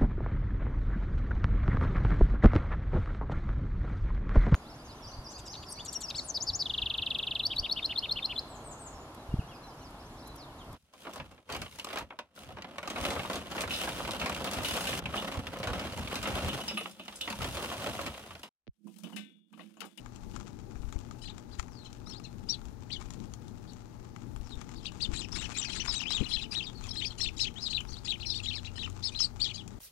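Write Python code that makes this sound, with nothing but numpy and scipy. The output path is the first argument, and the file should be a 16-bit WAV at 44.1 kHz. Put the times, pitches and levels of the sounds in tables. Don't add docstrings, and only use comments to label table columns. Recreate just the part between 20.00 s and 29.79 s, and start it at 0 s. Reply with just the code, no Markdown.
import sys
import numpy as np
from scipy import signal
from scipy.fft import rfft, irfft, next_fast_len
from scipy.io import wavfile
from scipy.ndimage import map_coordinates

SR = 44100
rng = np.random.default_rng(int(sys.argv[2]) if len(sys.argv) > 2 else 0)


def wav_record(signal):
    frames = np.transpose(np.atleast_2d(signal))
    bounded = np.clip(frames, -1, 1)
    quanta = np.round(bounded * 32767).astype(np.int16)
    wavfile.write(sys.argv[1], SR, quanta)


N = 431738

# (frequency [Hz], density [dB per Hz])
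GARDEN_SPECTRUM = [(59, -13.5), (100, -0.5), (145, -8.5), (178, -3.5), (368, -10.5), (512, -19.5),
                   (859, -18), (1080, -20), (1200, -16.5), (1960, -26), (2970, -36), (3810, -29),
                   (6380, -28.5), (14000, -77)]
DRAUGHT_SPECTRUM = [(10, -14), (30, 11), (60, 7.5), (110, 1), (250, -39)]
PERCH_SPECTRUM = [(40, -9), (120, -2.5), (210, 2), (330, -5), (480, -14), (700, -30), (1500, -57)]
RUSTLE_SPECTRUM = [(400, -13), (800, 4.5), (1300, 4), (1800, -4.5), (2600, -2.5), (4500, -7), (7200, -4),
                   (9000, -17), (13000, -71)]
SWISH_SPECTRUM = [(500, -25), (900, -16), (1350, 3), (1900, 3), (2800, 1), (4500, -7), (7000, -2),
                  (10000, -19), (13000, -30)]
HISS_SPECTRUM = [(30, 28), (350, 22), (700, 16), (1400, 7), (2800, 1), (5600, -2), (13000, 0)]

# (time [s], level [dB])
RUMBLE_LEVEL = [(0, -54), (.4, -48.5), (.6, -52), (.95, -48), (1.2, -53), (2.8, -52), (3.2, -47),
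                (3.6, -52.5), (4.8, -51), (5.1, -48), (5.6, -50), (6.6, -51), (8, -53), (9.7, -53)]
# (time [s], level [dB])
MOTOR_LEVEL = [(7.9, -62), (8.18, -57), (8.416, -44.5), (9.048, -44.5), (9.122, -55), (9.7, -51)]
# (time [s], level [dB])
FIDGET_LEVEL = [(0, -60.5), (4.2, -62.5), (5.5, -54.5), (9.7, -59.5)]
# (middle [s], half width [s], level [dB])
FLURRIES = [(0.388, 0.096, -51), (.88, .1, -55.5), (3.102, 0.16, -54.5), (4.602, 0.17, -55.5),
            (5.098, 0.14, -50), (5.42, 0.11, -47), (5.62, .12, -52.5), (5.892, 0.05, -44.5),
            (6.17, 0.11, -51), (6.56, 0.046, -53), (6.85, 0.08, -52.5), (7.6, 0.28, -58.5),
            (8.9, 0.11, -56)]
# (time [s], level [dB])
WING_PUFFS = [(.759, -29), (0.8, -27), (.844, -25), (.879, -24.5), (0.957, -20), (1.59, -24), (2.987, -27),
              (4.40, -28), (4.537, -29.5), (4.57, -26.5), (5.089, -20.5), (5.132, -23.5), (6.204, -16.5),
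              (6.37, -28), (7.269, -25.5), (7.92, -29.5)]
# (time [s], level [dB])
WING_STROKES = [(.37, -55), (1.597, -42), (3.01, -53), (4.614, -49), (5.139, -38), (5.365, -34.5),
                (5.42, -39), (5.468, -44), (5.522, -40), (5.572, -38), (5.648, -40), (5.70, -40),
                (5.765, -36), (5.858, -36), (5.935, -39.5), (6.115, -42), (6.539, -42)]
# (time [s], knock level [dB], tick level [dB])
PECKS = [(0.06, -39.5, -54), (.16, -58, -47), (0.362, -40, -44), (0.4, -44, -46.5), (0.4785, -49, -49),
         (0.7555, -45, -62), (0.925, -44, -44), (.989, -57, -46.5), (.9622, -44, -56), (1.1103, -44, -46),
         (1.3808, -45, -44.5), (1.586, -56, -51), (1.5962, -30.5, -37), (1.5524, -55, -51),
         (1.6277, -44.5, -49), (1.6816, -45, -56), (2.071, -45, -57), (2.199, -47, -49), (1.929, -58, -46),
         (2.099, -62, -45), (2.6153, -49, -54), (2.654, -60, -49), (3.0133, -39, -47.5),
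         (3.105, -43.5, -39), (3.1368, -60, -46), (3.201, -56, -47.5), (3.3371, -50, -40.5),
         (3.481, -59, -46.5), (3.7337, -65, -47.5), (4.1624, -42.5, -49.5), (4.362, -41.5, -48),
         (4.614, -41, -43.5), (4.691, -44.5, -47), (4.9193, -44, -50), (5.882, -31.5, -58),
         (6.015, -36, -40), (6.1059, -33.5, -39), (6.8397, -51, -43), (6.8685, -47, -43),
         (7.8062, -49, -41), (7.8508, -46, -54), (8.8752, -39.5, -61), (8.8994, -54, -45),
         (9.202, -41.5, -40), (9.6782, -62, -43)]
# (frequency [Hz], width [Hz], level [dB])
CUP_BODY = [(810, 310, 1), (1260, 250, 8), (2320, 520, -4.5)]
# (frequency [Hz], width [Hz], level [dB])
CUP_RIM = [(3040, 900, 5), (4170, 1300, 4), (5740, 1600, 5), (7140, 760, 8), (9100, 3000, -7)]

# (frequency [Hz], gain [dB])
BEAK_RESPONSE = [(800, -5), (2000, 1.5), (7500, 0.5), (10000, -19.5), (13000, -8)]
# (frequency [Hz], gain [dB])
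RASP_RESPONSE = [(1000, -66), (1800, -2), (2600, -2.5), (4200, 0), (5600, -0.5), (6500, -4.5), (7600, -4.5),
                 (9000, -13), (11000, -14.5), (12500, -25)]
# (time [s], main arch length [s], main crest [Hz], closing crest [Hz], opening rasp level [dB],
# main level [dB], closing level [dB], octave re tone before OCTAVE_LIFT_DB [dB], relative rasp [dB])
SCOLDS = [(1.245, .039, 4170, 3900, -49.5, -45, -46.5, -14, -4.5),
          (4.857, .017, 4000, 2950, -57, -32.5, -42.5, -30, -5.5),
          (5.165, .055, 4070, 3190, -41.5, -36.5, -39.5, -5, -4),
          (5.377, 0.051, 3820, 3100, -42.5, -41, -35.5, -6.5, -2),
          (5.569, 0.053, 3760, 3130, -42, -37.5, -38.5, 2, 0.5),
          (5.75, .049, 4070, 3160, -39.5, -39.5, -36.5, -3, -1.5),
          (5.949, 0.056, 3860, 3170, -36, -33.5, -33.5, -10, -4),
          (6.128, 0.054, 3850, 3400, -38.5, -28.5, -37, -16.5, -13),
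          (6.234, .025, 4030, 2970, -55, -35.5, -40, -17.5, -14),
          (6.313, 0.056, 4090, 3410, -41.5, -28.5, -36.5, -25, -7.5),
          (6.413, .026, 4050, 2960, -49.5, -33.5, -41, -19, -11),
          (6.548, 0.062, 3810, 3140, -41.5, -30.5, -38.5, -27, -9.5),
          (6.959, 0.058, 4190, 3450, -48, -34.5, -32.5, -18.5, -7.5),
          (7.206, 0.053, 4190, 3540, -44.5, -31, -32, -14.5, -8.5),
          (7.396, 0.057, 3970, 3280, -44, -30.5, -36.5, -18, -6),
          (7.73, .051, 3970, 3150, -45, -27.5, -36.5, -44, -18),
          (8.076, 0.05, 3990, 3150, -43.5, -28.5, -37, -27, -12),
          (8.201, 0.027, 4290, 3360, -68, -39, -41, -22, -13),
          (8.459, 0.056, 3875, 3210, -43.5, -31, -37.5, -35, -14),
          (8.648, .025, 4040, 2800, -69, -40.5, -45, -24, -4),
          (8.782, .051, 3995, 3070, -48, -36, -37, -30, -7),
          (9.147, .05, 4190, 3290, -52, -34, -43.5, -30, -14),
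          (9.474, 0.023, 4000, 3330, -50, -38.5, -37.5, -26, -5.5)]
# (time [s], rise [s], fall [s], start [Hz], crest [Hz], level [dB],
# second voice pitch ratio, second voice re first [dB], relative rasp [dB])
CHIPS = [(1.515, 0.013, 0.034, 4060, 4800, -54.5, .86, 0, -1),
         (1.847, .008, 0.026, 3690, 4180, -48.5, 0.71, -3, -1),
         (2.061, 0.039, 0.04, 4980, 5720, -44, .75, -8, -5),
         (2.239, 0.0087, 0.024, 3630, 4100, -46.5, .68, -7.5, -2.5),
         (2.489, 0.015, .012, 4500, 5720, -21, .74, -18, -13.5),
         (2.516, 0.0056, 0.036, 4300, 4710, -32.5, 0.85, -9, -12),
         (2.902, 0.028, 0.021, 2260, 4870, -34.5, .81, -6, -11),
         (2.932, 0.0093, 0.033, 3400, 3534, -35.5, 1.15, -6, -9),
         (3.677, 0.014, 0.037, 4180, 4520, -55, 0.82, -6, -1),
         (4.757, 0.015, 0.046, 4200, 4570, -53, 1, -8, 2),
         (5.006, 0.021, 0.01, 3120, 4900, -27.5, .88, 0, -7.5),
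         (5.035, 0.0046, 0.023, 3800, 3750, -28.5, 1.2, -8, -9),
         (5.32, .008, .042, 5300, 5560, -36.5, 0.66, -10.5, -3),
         (5.646, 0.0051, 0.064, 4650, 4830, -39.5, 0.52, -5.5, -7),
         (5.692, 0.017, .04, 3580, 4310, -44.5, .75, 7.5, 1),
         (5.874, .026, .019, 4500, 5350, -26, 0.75, -8.5, -17),
         (6.098, .018, 0.017, 3500, 4150, -29, 1.2, -5.5, -5),
         (6.511, 0.006, .03, 4880, 5110, -35, 0.8, -18, -4),
         (6.63, 0.0069, 0.052, 4320, 4790, -44, 1.04, -8, -7),
         (6.825, 0.018, 0.037, 2300, 2570, -51, 1.3, -5, 4),
         (6.888, .005, 0.01, 4400, 5500, -38.5, 0.57, -10, 0),
         (6.907, 0.0065, 0.0062, 4630, 5330, -29, 0.75, -9, -11),
         (7.047, 0.015, 0.024, 3060, 5100, -30.5, .9, -10, -7),
         (7.095, .01, 0.027, 4080, 4260, -42.5, .79, -2, -9),
         (7.204, .011, 0.047, 4920, 5560, -29, 0.74, -8, -12),
         (7.396, 0.012, 0.045, 4900, 5410, -28, 0.78, -7, -7),
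         (7.61, 0.019, .06, 4700, 5310, -33.5, 0.87, -8.5, -7),
         (7.69, 0.029, .016, 3600, 4400, -34, 1.1, -4, -17),
         (7.874, .033, 0.018, 4790, 6340, -48, 0.75, 0, -9),
         (7.924, .011, 0.016, 3930, 4620, -40, 0.93, -5, -5),
         (8.253, .016, 0.041, 4700, 5470, -35.5, 0.8, -6, -3.5),
         (8.289, 0.013, 0.041, 4700, 4950, -31.5, 0.81, -2, -11.5),
         (8.338, 0.024, 0.044, 3280, 4710, -34, 0.79, -1.5, -4.5),
         (8.524, 0.02, 0.053, 2900, 4420, -36, 1.21, -3.5, -5),
         (9.028, 0.028, 0.04, 4630, 5220, -30.5, 0.83, -4, -2.5),
         (9.191, 0.021, 0.026, 4730, 5520, -23.5, 0.81, -6.5, -7.5),
         (9.234, 0.0066, 0.021, 4450, 4840, -25, 0.89, -3.5, -5.5),
         (9.401, .029, .016, 3500, 4670, -24.5, 1.12, -8, -9.5),
         (9.437, 0.0069, .03, 3800, 3590, -29, 1.2, -1, -9),
         (9.54, 0.019, 0.013, 4430, 4860, -39, 1.4, -15, 1),
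         (9.57, 0.0073, 0.044, 4200, 3950, -42.5, .88, -0.5, -4)]
# (time [s], length [s], start [Hz], end [Hz], level [dB])
WHISTLES = [(1.702, 0.044, 6230, 4800, -62), (1.755, .078, 4800, 3950, -52.5),
            (2.122, 0.064, 3100, 5030, -47.5), (4.441, 0.062, 6000, 4430, -61),
            (4.505, 0.041, 4330, 3490, -45), (6.055, .04, 2430, 3790, -32.5),
            (6.658, 0.042, 4200, 3280, -40.5), (6.745, .06, 4740, 4010, -51.5),
            (7.561, 0.048, 2940, 4270, -42), (7.657, 0.034, 4200, 3560, -32.5),
            (7.957, 0.035, 3280, 4980, -46)]

# (frequency [Hz], time to fall 60 dB [s])
PORCH_DECAY = [(300, 0.04), (3000, 0.06), (10000, 0.089)]
# (frequency [Hz], time to fall 60 dB [s])
HEDGE_DECAY = [(300, .2), (3000, 0.22), (10000, 0.21)]
# (frequency [Hz], left level [dB], right level [dB])
MAINS_HUM = [(120.3, -56.5, -55.5), (240.5, -59.5, -62), (358, -74.5, -81.5), (480.6, -70.5, -78.5),
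             (593.5, -80, -75), (862, -68.5, -82)]

TOP_HZ, HISS_DB = 15650, -65.5
PUFF_HZ = 49
STROKE_S = 0.0072
BUMP_S, BUMP_DB = 6.207, -23

LEAD_S, LEAD_HZ, LEAD_RASP_DB = 0.024, 4010, 5.5
DIP_HZ, CREST_SHARE = 2555, 0.42
CLOSE_RISE_S, CLOSE_FALL_S, CLOSE_END_HZ = 0.018, 0.016, 2350
USUAL_S, CLOSE_FOLLOWS = 0.054, 0.47
SCOLD_RATIO, SCOLD_SECOND_DB = 1.14, -11
SCOLD_ONSET_DB, SCOLD_DIP_DB, CLOSE_END_DB = -6.5, -4, -5.5
CLOSE_SOFTER_DB = -4

CHIP_SAG_OCT_PER_S = 12
CHIP_ONSET_DB, CHIP_END_DB = -12, -9.5
WHISTLE_EDGE_DB, WHISTLE_RASP_DB = -4, -16

PLAIN_OCTAVE_DB, OCTAVE_LIFT_DB = -22.5, 2
ROUND_ARCH, FLAT_ARCH = 1.7, 3
BEND, BENDS_PER_S = 0.01304, 90.3


def amp(db):
    return 10 ** (np.asarray(db) / 20)


def unit(x):
    return x / np.sqrt(np.mean(x ** 2) + 1e-20)


def along(points, hz):
    f, v = np.transpose(points)
    return np.interp(np.log(hz + 1), np.log(f + 1), v)


def level_curve(rows):
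    s, db = np.transpose(rows)
    return np.interp(np.arange(N) / SR, s, db)


def wobble(rate, size=N):
    knots = rng.standard_normal(int(size * rate / SR) + 4)
    coarse = np.arange(0, size + 8, 8)
    return np.interp(np.arange(size), coarse, map_coordinates(knots, [coarse * rate / SR]))


def filtered(x, response):
    m = next_fast_len(N + SR // 2)
    spectrum = rfft(x, m) * response(np.fft.rfftfreq(m, 1 / SR))
    return irfft(spectrum, m)[..., :N]


def coloured(x, spectrum):
    return filtered(x, lambda hz: amp(along(spectrum, hz)))


def noise(spectrum):
    return unit(coloured(rng.standard_normal(N), spectrum))


def ring(x, modes):
    def response(f):
        total = 0
        for k, (centre, width, db) in enumerate(modes):
            damping = 1j * f * width
            total = total + (-1) ** k * amp(db) * damping / (centre ** 2 - f ** 2 + damping)
        return total
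    return filtered(x, response)


def add(track, s, x):
    i = max(round(s * SR), 0)
    track[i:i + len(x)] += x[:max(N - i, 0)]


def echo(x, decay):
    hz, t, z = signal.stft(rng.standard_normal(SR // 3), SR, nperseg=256)
    fading = z * amp(-60 * t / along(decay, hz)[:, None])
    tail = signal.istft(fading, SR, nperseg=256)[1]
    delayed = np.pad(tail / np.linalg.norm(tail), (SR // 300, 0))
    return signal.fftconvolve(x, delayed)[:N]


def garden(rumble_db=6, waver_db=1.4, far_db=-62, whir_db=-61, motor_db=2, motor_hz=94):
    rumble_level = level_curve(RUMBLE_LEVEL) + rumble_db + waver_db * wobble(9)
    bed = noise(GARDEN_SPECTRUM)
    low = filtered(bed, lambda hz: 1 / (1 + (hz / 550) ** 6))
    t = np.arange(N) / SR
    motor_gain = amp(level_curve(MOTOR_LEVEL) + motor_db) * np.interp(t, [8.1, 8.4], [0.3, 1])
    motor = np.sqrt(2) * motor_gain * np.sin(2 * np.pi * motor_hz * t + 0.27 * wobble(6))
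    whir = unit(ring(rng.standard_normal(N), [(824, 87, 0)]))
    far = amp(far_db) * unit(bed - low) + amp(whir_db) * whir
    return amp(rumble_level) * unit(low) + far + motor


def jostling():
    power = amp(level_curve(FIDGET_LEVEL)) ** 2
    for s, half, db in FLURRIES:
        swell = amp(db) * np.hanning(round(4 * half * SR))
        add(power, s - 2 * half, swell ** 2)
    return np.sqrt(power)


def draught(effort, still_db=-51, stirred_db=5, gust_db=2.5):
    strength = amp(still_db) + amp(stirred_db) * effort
    return strength * amp(gust_db * wobble(7)) * noise(DRAUGHT_SPECTRUM)


def bump(rise_s=0.0072):
    u = np.maximum(np.arange(N) / SR - BUMP_S, 0) / rise_s
    return amp(BUMP_DB) * u * np.exp(1 - u) * noise(PERCH_SPECTRUM)


def wing_puffs(life=0.44):
    out, t = np.zeros(N), np.arange(SR // 8) / SR
    cycles = PUFF_HZ * t
    swing = -np.sin(2 * np.pi * cycles) * np.exp(-(cycles / life) ** 2 / 2)
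    for s, db in WING_PUFFS:
        add(out, s, amp(db) * swing)
    return out


def wing_strokes():
    level, t = np.zeros(N), np.arange(-SR // 20, SR // 20) / SR
    for s, db in WING_STROKES:
        add(level, s + t[0], amp(db) * np.exp(-(t / STROKE_S) ** 2 / 2))
    grain = amp(3.1 * np.tanh(wobble(400)))
    return level * unit(grain * noise(SWISH_SPECTRUM))


def feathers(effort, rustle_db=-4, stroke_db=7, crackle_rate=170, crackle_db=-2):
    strokes = unit(amp(stroke_db * np.tanh(wobble(55))))
    slips = (rng.random(N) < crackle_rate / SR) * np.clip(rng.standard_normal(N), -2, 2)
    crackle = amp(crackle_db) * unit(coloured(slips, RUSTLE_SPECTRUM))
    rustle = amp(rustle_db) * noise(RUSTLE_SPECTRUM)
    return effort * strokes * (rustle + crackle)


def cups(effort, knock_s=0.02, tick_s=0.013, knock_db=14, tick_db=9, claw_rate=32, claw_knock_db=17, claw_tick_db=8):
    strength = amp(7.2 * np.clip(rng.standard_normal((2, N)), -2, 2))
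    steps = (rng.random((2, N)) < claw_rate / SR) * strength
    scratch = rng.standard_normal(90) * np.hanning(180)[90:] / 2
    force = np.sqrt(effort * effort.mean())
    body, rim = (np.convolve(step, scratch)[:N] * force for step in steps)
    body, rim = body * amp(claw_knock_db), rim * amp(claw_tick_db)
    t = np.arange(SR // 20) / SR
    for s, knock, tick in PECKS:
        add(body, s, amp(knock + knock_db - 60 * t / knock_s) * rng.standard_normal(len(t)))
        add(rim, s, amp(tick + tick_db - 60 * t / tick_s) * rng.standard_normal(len(t)))
    return ring(body, CUP_BODY) + ring(rim, CUP_RIM)


def whistle_notes(ratio=0.88, second_db=-14):
    for s, length, start_hz, end_hz, db in WHISTLES:
        times = (s, s + length / 2, s + length)
        pitches = (start_hz, np.sqrt(start_hz * end_hz), end_hz)
        levels = (db + WHISTLE_EDGE_DB, db, db + WHISTLE_EDGE_DB)
        yield times, pitches, levels, ratio, second_db, PLAIN_OCTAVE_DB, WHISTLE_RASP_DB, 1


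def chip_notes():
    for s, rise, fall, start_hz, hz, db, ratio, second, rasp in CHIPS:
        times = (s, s + rise, s + rise + fall)
        pitches = (start_hz, hz, hz * 2 ** (-CHIP_SAG_OCT_PER_S * fall))
        levels = (db + CHIP_ONSET_DB, db, db + CHIP_END_DB)
        yield times, pitches, levels, ratio, second, PLAIN_OCTAVE_DB, rasp, ROUND_ARCH


def scold_notes():
    voices = (SCOLD_RATIO, SCOLD_SECOND_DB)
    for s, length, hz, close_hz, lead_db, db, close_db, octave, rasp in SCOLDS:
        times = (s - LEAD_S, s - LEAD_S / 2, s)
        levels = (lead_db + SCOLD_ONSET_DB, lead_db, lead_db)
        yield times, (LEAD_HZ,) * 3, levels, *voices, PLAIN_OCTAVE_DB, LEAD_RASP_DB, ROUND_ARCH
        dip = s + length
        times = (s, s + CREST_SHARE * length, dip)
        levels = (db + SCOLD_ONSET_DB, db, db + SCOLD_DIP_DB)
        yield times, (DIP_HZ, hz, DIP_HZ), levels, *voices, octave, rasp, FLAT_ARCH
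        pace = (length / USUAL_S) ** CLOSE_FOLLOWS
        times = (dip, dip + pace * CLOSE_RISE_S, dip + pace * (CLOSE_RISE_S + CLOSE_FALL_S))
        pitches = (DIP_HZ, close_hz, CLOSE_END_HZ)
        levels = (close_db, close_db, close_db + CLOSE_END_DB)
        yield times, pitches, levels, *voices, octave + CLOSE_SOFTER_DB, rasp + CLOSE_SOFTER_DB, ROUND_ARCH


def voice(hz, warble, jitter, shimmer_db):
    n = len(hz)
    unsteady_hz = hz * (1 + warble * wobble(169.6, size=n) + jitter * wobble(711, size=n))
    phase = 2 * np.pi * np.cumsum(unsteady_hz) / SR
    flutter = unit(amp(2 * shimmer_db * np.tanh(wobble(243, size=n))))
    return np.exp(1j * phase) * flutter


def screech(hz, spacing_hz=680, spread_db=6.0, upper_db=-3):
    out = np.zeros(len(hz))
    spacing = spacing_hz * np.exp(0.15 * rng.normal())
    for multiple, db in ((1, 0), (2, upper_db)):
        for k in (-2, -1, 1, 2):
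            band_hz = multiple * hz + spacing * (k + 0.25 * rng.normal())
            band = voice(band_hz, warble=0.0215, jitter=0.016, shimmer_db=8.0).real
            out += amp(db + spread_db * rng.normal()) * band
    return unit(out)


def from_crest(u, values, exponent):
    start, crest, end = values
    return crest - np.where(u < 0, crest - start, crest - end) * np.abs(u) ** exponent


def sparrows(fade=0.003, rasp_lead=0.012, sum_db=-4, screech_db=-1, hiss_db=-8,
             lock_db=3, hold=1.25, echo_db=-44, echo_growth=0.34):
    tones, rasps, echoes = np.zeros(N), np.zeros(N), np.zeros(N)
    for note in [*scold_notes(), *chip_notes(), *whistle_notes()]:
        times, pitches, dbs, ratio, second, octave, rasp, arch = note
        t = np.arange(times[0] - rasp_lead, times[2] + rasp_lead, 1 / SR)
        u = np.interp(t, times, [-1, 0, 1])
        hz = from_crest(u, pitches, arch) * (1 + BEND * wobble(BENDS_PER_S, size=len(t)))
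        inside = np.minimum(t - times[0], times[2] - t)
        gate = np.sin(np.pi / 2 * np.clip(inside / fade + 0.93, 0, 1)) ** 2
        level = np.sqrt(2) * amp(from_crest(u, dbs, hold))
        a = voice(hz, warble=0.0185, jitter=0.016, shimmer_db=3.0)
        b = amp(second) * voice(hz * ratio, warble=0.029, jitter=0.012, shimmer_db=7.5)
        overtones = amp(octave + OCTAVE_LIFT_DB) * a * (a + amp(sum_db) * b)
        tone = gate * level * (a + b + overtones).real
        add(tones, t[0], tone)
        add(echoes, t[0], tone * amp(echo_db + (echo_growth - 1) * max(dbs)))
        rough = amp(screech_db) * screech(hz) + amp(hiss_db) * rng.standard_normal(len(t))
        swell = np.clip(inside / rasp_lead + 1, 0, 1) ** 2
        rasp_level = np.sqrt(level * level.mean()) * amp(rasp - lock_db * u)
        add(rasps, t[0], rasp_level * swell * rough)
    return coloured(tones + echo(echoes, HEDGE_DECAY), BEAK_RESPONSE) + coloured(rasps, RASP_RESPONSE)


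def scene():
    effort = jostling()
    birds = wing_strokes() + feathers(effort) + cups(effort) + sparrows()
    air = garden() + draught(effort) + bump() + wing_puffs() + birds + amp(-10) * echo(birds, PORCH_DECAY)
    microphone = coloured(air, [(10500, 0), (12500, -5), (15000, -5)])
    return microphone * amp([[0], [-47]])


def record(dry):
    t = np.arange(N) / SR
    hum = np.zeros((2, N))
    for hz, left, right in MAINS_HUM:
        hum += np.sqrt(2) * amp([[left], [right]]) * np.sin(2 * np.pi * (hz * t + rng.random()))
    hiss = amp(HISS_DB) * np.array([noise(HISS_SPECTRUM) for _ in dry])
    return filtered(dry + hum + hiss, lambda hz: hz < TOP_HZ)


dry = scene()
out = record(dry)
wav_record(out)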